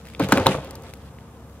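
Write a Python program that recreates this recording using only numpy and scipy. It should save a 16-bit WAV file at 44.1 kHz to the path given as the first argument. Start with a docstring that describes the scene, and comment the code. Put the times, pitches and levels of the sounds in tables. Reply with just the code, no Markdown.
"""Truck panel tugged loose

A plastic panel is tugged loose under the front of a truck in an open car park. Clips pop free and it knocks
on its mounts, then shivers and settles with small ticks: struck decaying modes plus bursts of bright noise.
Sliding is grainy banded noise. Far traffic rumbles as banded noise; a distant machine hums in wavering sines."""
import sys
import numpy as np
from scipy import signal
from scipy.fft import rfft, irfft
from scipy.io import wavfile

SR = 44100
rng = np.random.default_rng(int(sys.argv[2]) if len(sys.argv) > 2 else 0)


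def wav_record(signal):
    """Record a signal, one row per channel, as 16-bit PCM in the file named by sys.argv[1]."""
    frames = np.transpose(np.atleast_2d(signal))
    bounded = np.clip(frames, -1, 1)
    # unit amplitude maps onto the largest positive 16-bit level
    quanta = np.round(bounded * 32767).astype(np.int16)
    wavfile.write(sys.argv[1], SR, quanta)


N = 70560

# Modes of the plastic panel. Each row: pitch in Hz, relative level in dB.
PANEL_MODES = [(95, -7), (135, -2.5), (175, -2), (200, -2), (267, 1), (320, 5), (428, -13), (500, 6),
               (590, 7), (700, -1.5), (800, 3.5), (930, 13), (1050, 13), (1200, 11.5), (1400, 13),
               (1600, 11), (1950, 6), (2400, 9.5), (2850, 9), (3400, 11), (3850, 10.5), (6200, 2)]
TWIN_RATIO = 1.06   # each mode has a twin a little higher
MODES = PANEL_MODES + [(hz * TWIN_RATIO, db) for hz, db in PANEL_MODES]
T60_AT_500_HZ_S, T60_SLOPE = 0.066, -0.7


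def from_db(db):
    """Decibels to an amplitude factor."""
    return 10 ** (np.asarray(db) / 20)


def rms_one(x):
    """Scale to rms 1."""
    return x / np.sqrt(np.mean(x ** 2) + 1e-20)


def at_hz(points, hz):
    """Read a (Hz, value) outline, linear in log frequency."""
    points = np.array(points)
    return np.interp(np.log(hz), np.log(points[:, 0]), points[:, 1])


def drift(pole_hz):
    """Slow chance with spread 1: noise through two equal poles, computed every 40 samples."""
    r = np.exp(-2 * np.pi * pole_hz * 40 / SR)
    white = rng.standard_normal(N // 40 + 2002)
    slow = signal.lfilter([1], [1, -2 * r, r * r], white)[2000:]
    return np.interp(np.arange(N) / 40, np.arange(len(slow)), rms_one(slow))


def ring(x, hz, t60_s):
    """Two-pole resonator: a unit click sets a decaying sine of height 1 ringing."""
    r, w = from_db(-60 / (t60_s * SR)), 2 * np.pi * hz / SR
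    return signal.lfilter([0, np.sin(w)], [1, -2 * r * np.cos(w), r * r], x + 1e-18)


def mode_t60_s(hz):
    """Higher panel modes die sooner."""
    return T60_AT_500_HZ_S * (hz / 500) ** T60_SLOPE


def colour(x, spectrum):
    """Shape a sound by a (Hz, dB) outline."""
    hz = np.linspace(1, SR / 2, len(x) // 2 + 1)
    return irfft(rfft(x) * from_db(at_hz(spectrum, hz)), len(x))


def banded_noise(spectrum, patchy_db):
    """Half-octave bands of stereo noise, each with its own level, flicker and left-right likeness; rms 1."""
    # Each row: Hz, left-right likeness (1 same, -1 opposite).
    likeness = [(60, 0.97), (180, 0.99), (550, 0.87), (1650, 0.38), (4970, -0.4), (15000, 0.52)]
    out, edges_hz = 0, 20 * 2 ** np.arange(0, 10, .5)
    white = rng.standard_normal((2, 2, N))   # neighbouring bands use different noise
    for k, (low_hz, high_hz) in enumerate(zip(edges_hz, edges_hz[1:])):
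        band = signal.butter(2, [low_hz, high_hz], "band", fs=SR, output="sos")
        mid, side = signal.sosfilt(band, white[k % 2])
        hz = np.sqrt(low_hz * high_hz)
        alike = np.clip(at_hz(likeness, hz), -1, 1)
        stereo = np.sqrt(1 + alike) * mid + np.sqrt(1 - alike) * side * [[1], [-1]]
        out = out + from_db(at_hz(spectrum, hz) + patchy_db * drift(5.7)) * stereo
    return rms_one(out)


def contact_shapes(starts_s, lengths_s):
    """One smooth push per start, each summing to 1 and the raw hump it came from."""
    t = np.arange(N) / SR - np.array(starts_s)[:, None]
    hump = np.sin(np.pi * np.clip(t / np.array(lengths_s)[:, None], 0, 1) ** 0.82)
    return hump / np.sum(hump, axis=1, keepdims=True), hump


def chatter(starts_s, lengths_s):
    """One short rough contact per start: noise under a hump, energy 1."""
    hump = contact_shapes(starts_s, lengths_s)[1]
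    rough = hump * rng.standard_normal(hump.shape)
    return rough / np.sqrt(np.sum(rough ** 2, axis=1, keepdims=True))


def snap(contacts, db):
    """Bright crack of each contact: noise that dies within milliseconds."""
    # Each row: Hz, relative level in dB.
    snap_spectrum = [(1500, -36), (4000, 10), (6000, 9), (9000, 11.5), (12000, 12), (15000, 8.5)]
    t60_s = 0.013
    strength = from_db(db) @ abs(contacts)
    dying = signal.lfilter([1], [1, -from_db(-60 / SR / t60_s)], strength + 1e-18)
    return colour(dying * rng.standard_normal(N), snap_spectrum) / 20


def traffic():
    """Far traffic: steady stereo noise in flickering bands."""
    # Each row: Hz, relative band level in dB.
    traffic_bands = [(25, -27), (50, -3), (110, 2.5), (220, -5.5), (500, -25.5), (1000, -16), (2000, -42),
                     (4000, -54), (6000, -34.5), (9000, -36), (16000, -38)]
    return from_db(-45) * banded_noise(traffic_bands, patchy_db=1.0)


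def hum():
    """Distant machine: steady low sines whose levels waver slowly."""
    # Each row: Hz, rms level in dB before waver and stereo balance.
    hum_tones = [(70, -47.5), (140, -58), (231.5, -56), (463, -59)]
    waver_db, waver_pole_hz = 2., 3.
    t = np.arange(N) / SR
    out = 0
    for hz, db in hum_tones:
        height = np.sqrt(2) * from_db(db + waver_db * drift(waver_pole_hz))
        out = out + height * np.sin(2 * np.pi * (hz * t + rng.random()))
    return out


def grit():
    """Brief random surges, each decaying exponentially, that make a slide grainy."""
    grit_per_s, grit_db, decay_s = 2500, -7, .001
    hits = (rng.random(N) < grit_per_s / SR) * rng.exponential(1, N) * from_db(grit_db)
    return rms_one(1 + signal.lfilter([1], [1, -np.exp(-1 / (decay_s * SR))], hits))


def rustle(level_db):
    """Panel sliding on its mounts: banded noise made grainy by grit."""
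    # Each row: Hz, relative band level in dB.
    rustle_bands = [(700, -39), (1500, -10), (3500, -10.5), (6300, -20), (9000, -22.5), (16000, -42)]
    return from_db(level_db) * grit() * banded_noise(rustle_bands, patchy_db=1.5)


def rattle(level_db):
    """Loose panel shaking: dense random taps, drawn afresh for each mode, ring the modes briefly."""
    taps_per_s, spread_db, tilt_db_per_octave = 1500, 1.5, -5.5
    out = 0
    for hz, _ in MODES:
        taps = (rng.random(N) < taps_per_s / SR) * from_db(spread_db * rng.exponential(1, N))
        taps = taps * rng.choice([-1, 1], N)
        tilt = from_db(tilt_db_per_octave * abs(np.log2(hz / 500)))
        out = out + tilt * rms_one(ring(taps, hz, mode_t60_s(hz) / 2))
    return from_db(level_db) * rms_one(out)


def ticks():
    """Small ticks of clips and grit: each a brief cluster of rings and a crack."""
    # Each row: start in seconds, low ring in Hz, its relative level in dB, relative crack level in dB.
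    tick_list = [(0.0528, 2500, -35, -37), (0.0624, 2100, -34, -41), (.070, 2080, -30, -39),
                 (0.0852, 2610, -33.5, -37), (0.1, 2400, -32.5, -41), (.113, 2500, -68, -57),
                 (0.136, 2280, -34, -42), (0.1489, 2800, -22.5, -54), (.645, 3780, -36, -33.5),
                 (0.7084, 6100, -30.5, -26.5), (0.7539, 4750, -29.5, -28.5), (0.821, 2930, -66, -39),
                 (0.835, 3040, -52, -38), (0.9365, 2050, -27, -30.5), (0.97, 2000, -55.5, -43),
                 (1.186, 2160, -35, -60)]
    # Each row: ratio to the low ring, relative level in dB.
    partials = [(.4, -16), (1, -1), (1.27, -7.5), (1.75, -9)]
    t60_s, chatter_s, push_cycles = 0.0044, 0.0017, 0.44
    start_s, ring_hz, ring_db, bright_db = np.transpose(tick_list)
    rough = chatter(start_s, np.full(len(start_s), chatter_s))
    push = contact_shapes(start_s, push_cycles / ring_hz)[0]
    out = snap(rough, bright_db)
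    for x, hz, db in zip(push + rough / 2, ring_hz, ring_db):
        cluster = sum(from_db(part_db) * ring(x, hz * ratio, t60_s) for ratio, part_db in partials)
        out = out + from_db(db) * cluster
    return out


def blows():
    """Clips popping and knocks on mounts: soft pushes ring low modes, chatter rings high ones, plus cracks."""
    # Each row: start in seconds, chatter in seconds, thud in Hz, thud in dB, knock in Hz, knock in dB,
    # clack in Hz, clack in dB, snap in dB; levels are relative.
    blow_list = [(0.1954, 0.0017, 120, -28, 640, -40, 2340, -34.5, -22),
                 (0.1990, 0.0081, 273, -13, 790, -22, 2120, -40, -35),
                 (0.216, 0.006, 165, -9, 605, -30.5, 2050, -33, -55),
                 (0.226, 0.0044, 194, -23, 430, -33, 3240, -36, -53),
                 (0.2349, 0.0037, 128, -15.5, 700, -45, 2590, -30.5, -31),
                 (0.2866, 0.002, 178, -51, 546, -43, 2500, -35.5, -22.5),
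                 (0.2915, 0.003, 184.6, -54, 565, -28.5, 2046, -52, -38),
                 (0.3209, .0045, 237, -3.5, 936, -15.5, 1950, -11.5, -7),
                 (0.327, 0.0018, 260, -30, 550, -20.5, 3870, -20, -29),
                 (0.339, 0.0052, 205, -13, 610, -56, 2020, -38, -63),
                 (0.354, 0.0059, 87, -9.5, 600, -30, 4970, -31, -48),
                 (0.3718, 0.0042, 285, -19.5, 900, -33, 2170, -19, -20.5),
                 (.380, 0.003, 308, -40, 610, -22.5, 2500, -25.5, -25),
                 (0.397, 0.0046, 91.5, -8.5, 500, -31, 2000, -43, -53),
                 (0.459, 0.0044, 142, -13, 625, -20, 1930, -18.5, -29),
                 (0.4658, 0.0036, 143, -23.5, 968, -14.5, 3900, -9.5, -10.5),
                 (.481, 0.0031, 206, -15.5, 570, -50, 2070, -30, -44),
                 (0.503, 0.0012, 234, -57, 585, -35, 3770, -51, -37),
                 (0.516, 0.0054, 203, -43, 600, -32, 2840, -33, -37),
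                 (0.544, 0.0049, 200, -52, 960, -33.5, 2040, -39, -64.5),
                 (0.5498, 0.0027, 200, -32, 560, -21, 2030, -52, -60),
                 (0.569, 0.0096, 129, -19.5, 424, -43, 2000, -52, -66),
                 (0.585, 0.0036, 100, -28, 590, -29.5, 2000, -50, -66)]
    thud_top_hz, knock_top_hz = 370, 1400   # modes below are thud, then knock, then clack
    away_db_per_octave = 18.5   # modes fade away from the pitch a blow favours
    push_cycles = 0.51          # push length in cycles of the thud
    snap_longest_s = 0.0032     # only the start of a contact cracks
    start_s, length_s, thud_hz, thud_db, knock_hz, knock_db, clack_hz, clack_db, snap_db = (
        np.transpose(blow_list))
    rough = chatter(start_s, length_s)
    push = contact_shapes(start_s, push_cycles / thud_hz)[0]
    tone = abs(rfft(rough, axis=1))
    out = snap(chatter(start_s, np.minimum(length_s, snap_longest_s)), snap_db)
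    for k, (hz, db) in enumerate(MODES):
        low = hz < thud_top_hz
        if low:
            aim_hz, aim_db = thud_hz, thud_db
        elif hz < knock_top_hz:
            aim_hz, aim_db = knock_hz, knock_db
        else:
            aim_hz, aim_db = clack_hz, clack_db
        gains = from_db(db + aim_db - away_db_per_octave * abs(np.log2(hz / aim_hz)))
        if low or hz > knock_top_hz:
            gains = gains * (-1) ** (k % len(PANEL_MODES))   # alternate signs; twins match
        if not low:
            gains = gains / (0.41 + tone[:, int(hz * N / SR)])   # partly evens out the luck of the chatter
        out = out + ring(gains @ (push if low else rough), hz, mode_t60_s(hz)) / 2
    return out


def wash():
    """Stereo echo of truck body and walls: decaying banded noise."""
    # Each row: Hz, relative band level in dB.
    wash_bands = [(60, -6), (600, 0), (1500, -8), (3000, -24), (16000, -32)]
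    level_db, t60_s, rise_s = -19, 0.15, 0.0037
    width = 0.43   # share of the left-right difference kept
    t = np.arange(N) / SR
    echo = banded_noise(wash_bands, patchy_db=1.0) * from_db(-60 * t / t60_s) * np.clip(t / rise_s, 0, 1)
    middle = echo.mean(axis=0)
    echo = middle + width * (echo - middle)
    return from_db(level_db) * echo / np.sqrt(np.sum(echo ** 2) / 2)


def heard_from_left(x):
    """Source to the left: the right port hears it later and duller, both hear the wash."""
    lag_s, right_db, shade_hz = 7.2e-5, -.6, 7300
    phase_top_rad = 2.6   # the phase lag levels off in the treble
    hz = np.linspace(0, SR / 2, N // 2 + 1)
    phase_rad = phase_top_rad * np.tanh(2 * np.pi * hz * lag_s / phase_top_rad)
    shade = from_db(right_db) / np.sqrt(1 + (hz / shade_hz) ** 4)
    right = irfft(rfft(x) * shade * np.exp(-1j * phase_rad), N)
    return np.array([x, right]) + signal.fftconvolve(wash(), x[None], axes=1)[:, :N]


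def scene():
    """Panel and ticks close by on the left, traffic and hum far off."""
    # Shaking and sliding. Each row: time in seconds, rattle level in dB, rustle level in dB.
    shiver = [(0, -52.5, -54.5), (.04, -51.5, -60), (.09, -53, -51), (.13, -56, -54), (0.191, -46, -58),
              (0.201, -19.5, -42.5), (0.243, -37, -32), (.28, -36, -49.5), (0.299, -31, -38),
              (.34, -28, -31.5), (0.383, -21, -37), (0.448, -31, -41), (.48, -23, -32), (.52, -29.5, -32.5),
              (.57, -35, -44.5), (.61, -39, -49.5), (.72, -41.5, -54), (.82, -47, -58.5), (.85, -44, -50),
              (.9, -48.5, -49.5), (.915, -52.5, -56.5), (1.04, -50.5, -59.5), (1.07, -51, -56),
              (1.12, -51, -62.5), (1.6, -53.5, -63)]
    time_s, rattle_db, rustle_db = np.transpose(shiver)
    t = np.arange(N) / SR
    far = (traffic() + hum()) * from_db([[.5], [-.5]])   # left slightly louder
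    slide = rustle(np.interp(t, time_s, rustle_db))
    near = rattle(np.interp(t, time_s, rattle_db)) + ticks() + blows()
    return heard_from_left(near) + slide + far


def record(dry):
    """The microphone drops the lowest bass, the loudest peaks flatten, the top is cut."""
    low_hz, cutoff_hz = 51, 15700
    thin = signal.sosfilt(signal.butter(2, low_hz, "high", fs=SR, output="sos"), dry)
    top_cut = signal.ellip(10, .1, 80, cutoff_hz, fs=SR, output="sos")
    return signal.sosfilt(top_cut, np.clip(thin, -1, 1))


dry = scene()
out = record(dry)
wav_record(out)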